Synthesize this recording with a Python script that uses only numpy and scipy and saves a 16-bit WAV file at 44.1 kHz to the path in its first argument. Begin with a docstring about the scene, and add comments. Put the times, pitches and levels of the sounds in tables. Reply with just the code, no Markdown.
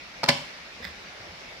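"""Chess clock button on a table

Close on a mechanical chess clock in a small furnished room, through a microphone with two ports.
The plastic button rattles in twice, the second time hard: contacts ring case and works, shoves ring the table.
Later grains of friction and ticks, through broad resonances, make something small slide on the cloth;
decaying low tones make soft thuds through the table. Shaped noise makes the steady hiss, a low rustle
that comes and goes, and the decaying answer of the room."""
import sys
import numpy as np
from scipy import signal
from scipy.fft import rfft, irfft, next_fast_len
from scipy.io import wavfile
from scipy.ndimage import uniform_filter1d

SR = 44100
rng = np.random.default_rng(int(sys.argv[2]) if len(sys.argv) > 2 else 0)


def invert_db(x):
    """Field ratio 10**(x/20) for x, a level in decibels (scalar or array-like)."""
    u = np.asarray(x, float) / 20
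    return 10 ** u


def dump(signal):
    """Clip the signal to [-1, 1] and save it as 16-bit WAV at the path in sys.argv[1]."""
    limited = np.clip(np.atleast_2d(signal).T, -1, 1)
    pcm = np.round(limited * 32767).astype(np.int16)
    wavfile.write(sys.argv[1], SR, pcm)


N = 70560  # samples, 1.6 s

# Levels of single sounds are those at the source, ahead of panning and low cut; colours are relative.
# steady hiss: (frequency [Hz], density [dB per Hz])
HISS_COLOUR = [(15, -50), (30, -12), (55, -4), (90, -10.5), (190, -5.5), (300, -8), (600, -9), (1200, -6),
               (1700, -5), (2250, -1.5), (2700, -6), (3150, -9.5), (4000, -9), (5400, -10.5), (6300, -17.5),
               (8000, -29.5), (12000, -34.5), (15000, -42), (16000, -55)]
# low rustle that comes and goes: (time [s], level [dB])
RUSTLE_LEVEL = [(0, -63.5), (.3, -48.5), (.7, -61), (.85, -49.5), (1.0, -64.5), (1.12, -53.5), (1.25, -50),
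                (1.36, -55), (1.5, -50), (1.6, -50.5)]
# its colour: (frequency [Hz], density [dB per Hz])
RUSTLE_COLOUR = [(150, -13), (300, -12.5), (600, 1.5), (850, -4.5), (1400, -42.5)]
# left-right likeness of diffuse sound: (frequency [Hz], correlation [0-1])
ALIKE = [(30, .8), (120, 0.9), (400, 0.8), (1000, 0.23), (2500, 0), (6000, 0)]
# contacts of the button works: (time [s], drive of the low case [dB], drive of the bright works [dB])
CONTACTS = [(.2328, -19, -36), (0.2342, -20.5, -24.5), (.2362, -25, -26.5), (.2384, -13.5, -26.5),
            (0.2407, -21, -20), (.243, -42, -34), (0.2503, -33, -33), (.261, -31, -29.5),
            (0.28, -24.5, -32.5), (.283, -26, -32), (.285, -21, -53), (0.2859, -19.5, -20),
            (.2879, -17.5, -13.5), (0.2888, -13.5, -12.5), (0.2901, -10.5, -10.5), (0.2911, -13.5, -9.5),
            (0.2933, -24.5, -15), (0.2953, -33, -23.5), (0.2987, -31.5, -19), (.3012, -25, -27.5),
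            (.304, -16, -20.5)]
# modes of the hollow case, before scatter: (frequency [Hz], level [dB], t60 [s])
CASE_MODES = [(679, -2, 0.03), (835, -4.5, 0.027), (974, 5, 0.011), (1105, -7, 0.021), (1270, -2, 0.016)]
# modes of lever and button, before scatter: (frequency [Hz], level [dB], t60 [s])
WORKS_MODES = [(1665, 2.5, 0.013), (2060, 0.5, 0.027), (2130, -23, 0.025), (2270, 6, 0.0079),
               (3200, -19, 0.0058), (3960, -1.5, .012), (4316, 8, 0.01), (5075, 0, 0.027),
               (5600, -27, 0.0059), (7240, -7, 0.017), (12400, -22, 0.012)]
# colour of the crack of a contact: (frequency [Hz], density [dB per Hz])
CRACK_COLOUR = [(300, -45), (1200, -9.5), (5500, 6.5), (7000, -12.5), (12000, -12.5), (15000, -24)]
# shoves that the presses give the table: (time [s], level [dB])
SHOVES = [(.2355, -26), (0.2874, -14.5), (0.321, -27.5), (0.348, -32.5)]
# modes of the table, before scatter: (frequency [Hz], level [dB], t60 [s])
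TABLE_MODES = [(92, -25, 0.3), (144, 4.5, 0.06), (249, 1.5, 0.053), (563, -3, 0.1), (1108.6, -13.5, 0.13)]
# decay of the room: (frequency [Hz], t60 [s])
ROOM_DECAY = [(100, 0.47), (500, 0.38), (2000, 0.53), (5000, 0.46), (10000, 0.57)]
# colour of the room's answer: (frequency [Hz], level [dB])
ROOM_COLOUR = [(100, -8), (250, -1), (600, -3.5), (1100, 1), (2100, -5.5), (3000, 5.5), (4300, -2),
               (6500, 1.5), (12000, -5.5)]
# the slide on the cloth: (time [s], level [dB])
SLIDE = [(.79, -66), (.822, -50), (.832, -41), (.84, -42), (.846, -38), (.853, -41), (.862, -44),
         (.875, -45), (.89, -49), (.93, -66)]
# small ticks: (time [s], peak level [dB])
TICKS = [(.8432, -30), (.8452, -29), (.8512, -23)]
# what slides and ticks rings with: (frequency [Hz], width [Hz], level [dB])
PIECE_MODES = [(1640, 370, 6), (2040, 390, 6.5), (3360, 350, -2.5), (3700, 380, 0.5), (5100, 300, -1.5),
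               (7600, 460, -17), (14400, 4500, -24.5)]
# soft thuds: (time [s], level [dB], frequency [Hz], t60 [s])
THUDS = [(.8, -36.5, 224, 0.073), (.8, -35, 470, 0.052), (.81, -36.5, 80, 0.22), (0.85, -32.5, 174, 0.05),
         (0.864, -33.5, 73.9, 0.25), (0.901, -41, 73.1, 0.16), (1.072, -36.5, 192, 0.044),
         (1.2, -41, 105, 0.16), (1.268, -39, 354, 0.085), (1.284, -37, 84, 0.18), (1.32, -39, 181, 0.078)]

HISS_DB = -43.5
PORT_LAG_S = 0.0002  # left port later than right, diffuse sound
CASE_RISE_S, CASE_SCATTER_DB, CASE_DETUNE = 0.0003, 1.5, 0.02  # detuning as a fraction of frequency
WORKS_RISE_S, WORKS_SCATTER_DB, WORKS_DETUNE = 0.00015, 1.5, 0.06
OWN_SHARE = 0.94  # part of the bright ringing's power that each port hears on its own
WORKS_PAN_DB, WORKS_LAG_S = -0.3, 0.00008  # added left, taken off right; left later
CRACK_DB, CRACK_T60_S = 3.5, 0.0055  # above the works drive, before colouring
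SHOVE_RISE_S, SHOVE_SCATTER_DB = 0.004, 0.76
ROOM_DB, ROOM_DELAY_S = -4.5, 0.004
SLIDE_GRAINS_PER_S, SLIDE_PAN_DB = 2600, -4  # added left, taken off right
THUD_RISE_S = 0.0036
LOW_CUT_HZ, TOP_HZ = 68, 15800
SQUASH_TOP, SQUASH_HARD = 0.9, 4  # ceiling at full scale 1; sharpness of the bend


def unit(x):
    """Scale to rms 1."""
    return x / np.sqrt(np.mean(x ** 2) + 1e-20)


def along(points, hz):
    """Read (frequency, value) points on a log frequency axis."""
    f, value = np.transpose(points)
    return np.interp(np.log(hz + 1), np.log(f + 1), value)


def level(rows):
    """Gain per sample from (time, dB) rows."""
    s, db = np.transpose(rows)
    return invert_db(np.interp(np.arange(N) / SR, s, db))


def filtered(x, response):
    """Multiply the spectrum of x by a complex response of frequency."""
    m = next_fast_len(N + SR // 2)
    return irfft(rfft(x, m) * response(np.fft.rfftfreq(m, 1 / SR)), m)[..., :N]


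def lagged(pair, lag_s):
    """Left later than right by lag_s, half of it on each side."""
    side = np.array([[1], [-1]])
    return filtered(pair, lambda hz: np.exp(-1j * np.pi * hz * side * lag_s))


def diffuse(pair, colour):
    """Mix two unrelated signals into a coloured pair with the likeness of two close ports."""
    def mid_side(hz):
        angle = np.arccos(np.clip(along(ALIKE, hz), -1, 1)) / 2
        return invert_db(along(colour, hz)) * [np.cos(angle), np.sin(angle)]
    mid, side = filtered(pair, mid_side)
    return lagged(np.array([mid + side, mid - side]), PORT_LAG_S)


def rush(colour, patchy_db):
    """Stereo noise of rms 1, its gain varied at random over time and frequency."""
    z = signal.stft(rng.standard_normal((2, N)), nperseg=512)[2]
    field = uniform_filter1d(rng.standard_normal(z.shape[1:]), size=5, axis=0)
    field = unit(uniform_filter1d(field, size=10, axis=1))
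    noise = signal.istft(z * invert_db(patchy_db * field), nperseg=512)[1][:, :N]
    return unit(diffuse(noise, colour))


def ring(modes, start_s, scatter_db, rise_s, detune=0):
    """Damped modes with random strength and detuning, up to half a second; also their time axis."""
    t = np.clip(np.arange(N) / SR - start_s, 0, None)
    t = t[round(start_s * SR):][:SR // 2]
    hz, db, t60 = np.transpose(modes)[..., None]
    strength, shift = rng.standard_normal((2, *hz.shape))
    decay = invert_db(db + scatter_db * strength - 60 * t / t60)
    x = decay * np.sin(2 * np.pi * hz * (1 + detune * shift) * t)
    return x.sum(axis=0) * (1 - np.exp(-t / rise_s)), t


def add(x, s, y):
    """Mix y into x at time s."""
    x[..., round(s * SR):][..., :y.shape[-1]] += y


def hiss():
    """Steady room hiss: diffuse coloured noise at one level."""
    return invert_db(HISS_DB) * rush(HISS_COLOUR, patchy_db=1.5)


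def rustle():
    """Low rustle: diffuse coloured noise that swells and sinks."""
    return level(RUSTLE_LEVEL) * rush(RUSTLE_COLOUR, patchy_db=1)


def button():
    """Each contact rings the case alike in both ports, the works partly apart, with a noisy crack."""
    case, works, cracks = np.zeros(N), np.zeros((2, N)), np.zeros((2, N))
    for s, case_db, works_db in CONTACTS:
        thump, _ = ring(CASE_MODES, s, CASE_SCATTER_DB, CASE_RISE_S, CASE_DETUNE)
        add(case, s, invert_db(case_db) * thump / 2)
        (both, t), (left, _), (right, _) = [
            ring(WORKS_MODES, s, WORKS_SCATTER_DB, WORKS_RISE_S, WORKS_DETUNE) for _ in range(3)]
        bright = np.sqrt(1 - OWN_SHARE) * both + np.sqrt(OWN_SHARE) * np.array([left, right])
        add(works, s, invert_db(works_db) * bright / 2)
        crack_level = invert_db(works_db + CRACK_DB - 60 * t / CRACK_T60_S)
        add(cracks, s, crack_level * rng.standard_normal((2, len(t))))
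    works = works + filtered(cracks, lambda hz: invert_db(along(CRACK_COLOUR, hz)))
    return case + lagged(works * invert_db([[WORKS_PAN_DB], [-WORKS_PAN_DB]]), WORKS_LAG_S)


def table():
    """Each shove rings the damped modes of the table, alike in both ports."""
    x = np.zeros(N)
    for s, db in SHOVES:
        add(x, s, invert_db(db) * ring(TABLE_MODES, s, SHOVE_SCATTER_DB, SHOVE_RISE_S)[0])
    return x


def room(x):
    """The room's answer: a noise tail in which each frequency dies at its own speed."""
    hz, t, z = signal.stft(rng.standard_normal((2, SR * 3 // 4)), SR, nperseg=256)
    decay = invert_db(-60 * t / along(ROOM_DECAY, hz)[:, None])
    tail = signal.istft(z * decay, SR, nperseg=256)[1]
    tail = tail / np.linalg.norm(tail[0])
    tail = np.pad(tail, ((0, 0), (round(ROOM_DELAY_S * SR), 0)))
    return diffuse(signal.fftconvolve(x[None], tail, axes=1)[:, :N], ROOM_COLOUR)


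def piece():
    """Uneven grains of friction and a few ticks excite the broad resonances of something small."""
    def body(f):
        total = 0
        for k, (centre, width, db) in enumerate(PIECE_MODES):
            damping = 1j * f * width
            total = total + (-1) ** k * invert_db(db) * damping / (centre ** 2 - f ** 2 + damping)
        return total
    struck = rng.random((2, N)) < SLIDE_GRAINS_PER_S / SR
    grains = struck * rng.standard_normal((2, N))
    # the first grains reach both ports, the second only the right
    slide = unit(filtered(grains[0] + grains, body)) * level(SLIDE)
    blows = np.zeros(N)
    for s, db in TICKS:
        blows[round(s * SR)] = invert_db(db)
    one_tick = filtered(np.arange(N) == 0, body)
    ticks = filtered(blows, body) / np.abs(one_tick).max()
    return (slide + ticks) * invert_db([[SLIDE_PAN_DB], [-SLIDE_PAN_DB]])


def thuds():
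    """Soft knocks through the table: low damped tones with a slow rise."""
    x = np.zeros(N)
    for s, db, hz, t60 in THUDS:
        add(x, s, ring([(hz, db, t60)], s, 0, THUD_RISE_S)[0])
    return x


def scene():
    """Close table sounds after a low cut, the room's answer to them, hiss and rustle."""
    steady = hiss() + rustle()
    near = button() + table() + piece() + thuds()
    # three equal first-order low cuts
    near = filtered(near, lambda hz: (1j * hz / (1j * hz + LOW_CUT_HZ)) ** 3)
    return near + invert_db(ROOM_DB) * room(near.mean(axis=0)) + steady


def band_limit(x):
    """A steep low-pass at the top of the band."""
    return signal.sosfilt(signal.butter(12, 16500, fs=SR, output="sos"), x)


def record(dry):
    """The input stage rounds off the highest peaks, then the band is limited."""
    soft = dry / (1 + np.abs(dry / SQUASH_TOP) ** SQUASH_HARD) ** (1 / SQUASH_HARD)
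    mix = filtered(soft, lambda hz: hz < TOP_HZ)
    return band_limit(mix)


dry = scene()
out = record(dry)
dump(out)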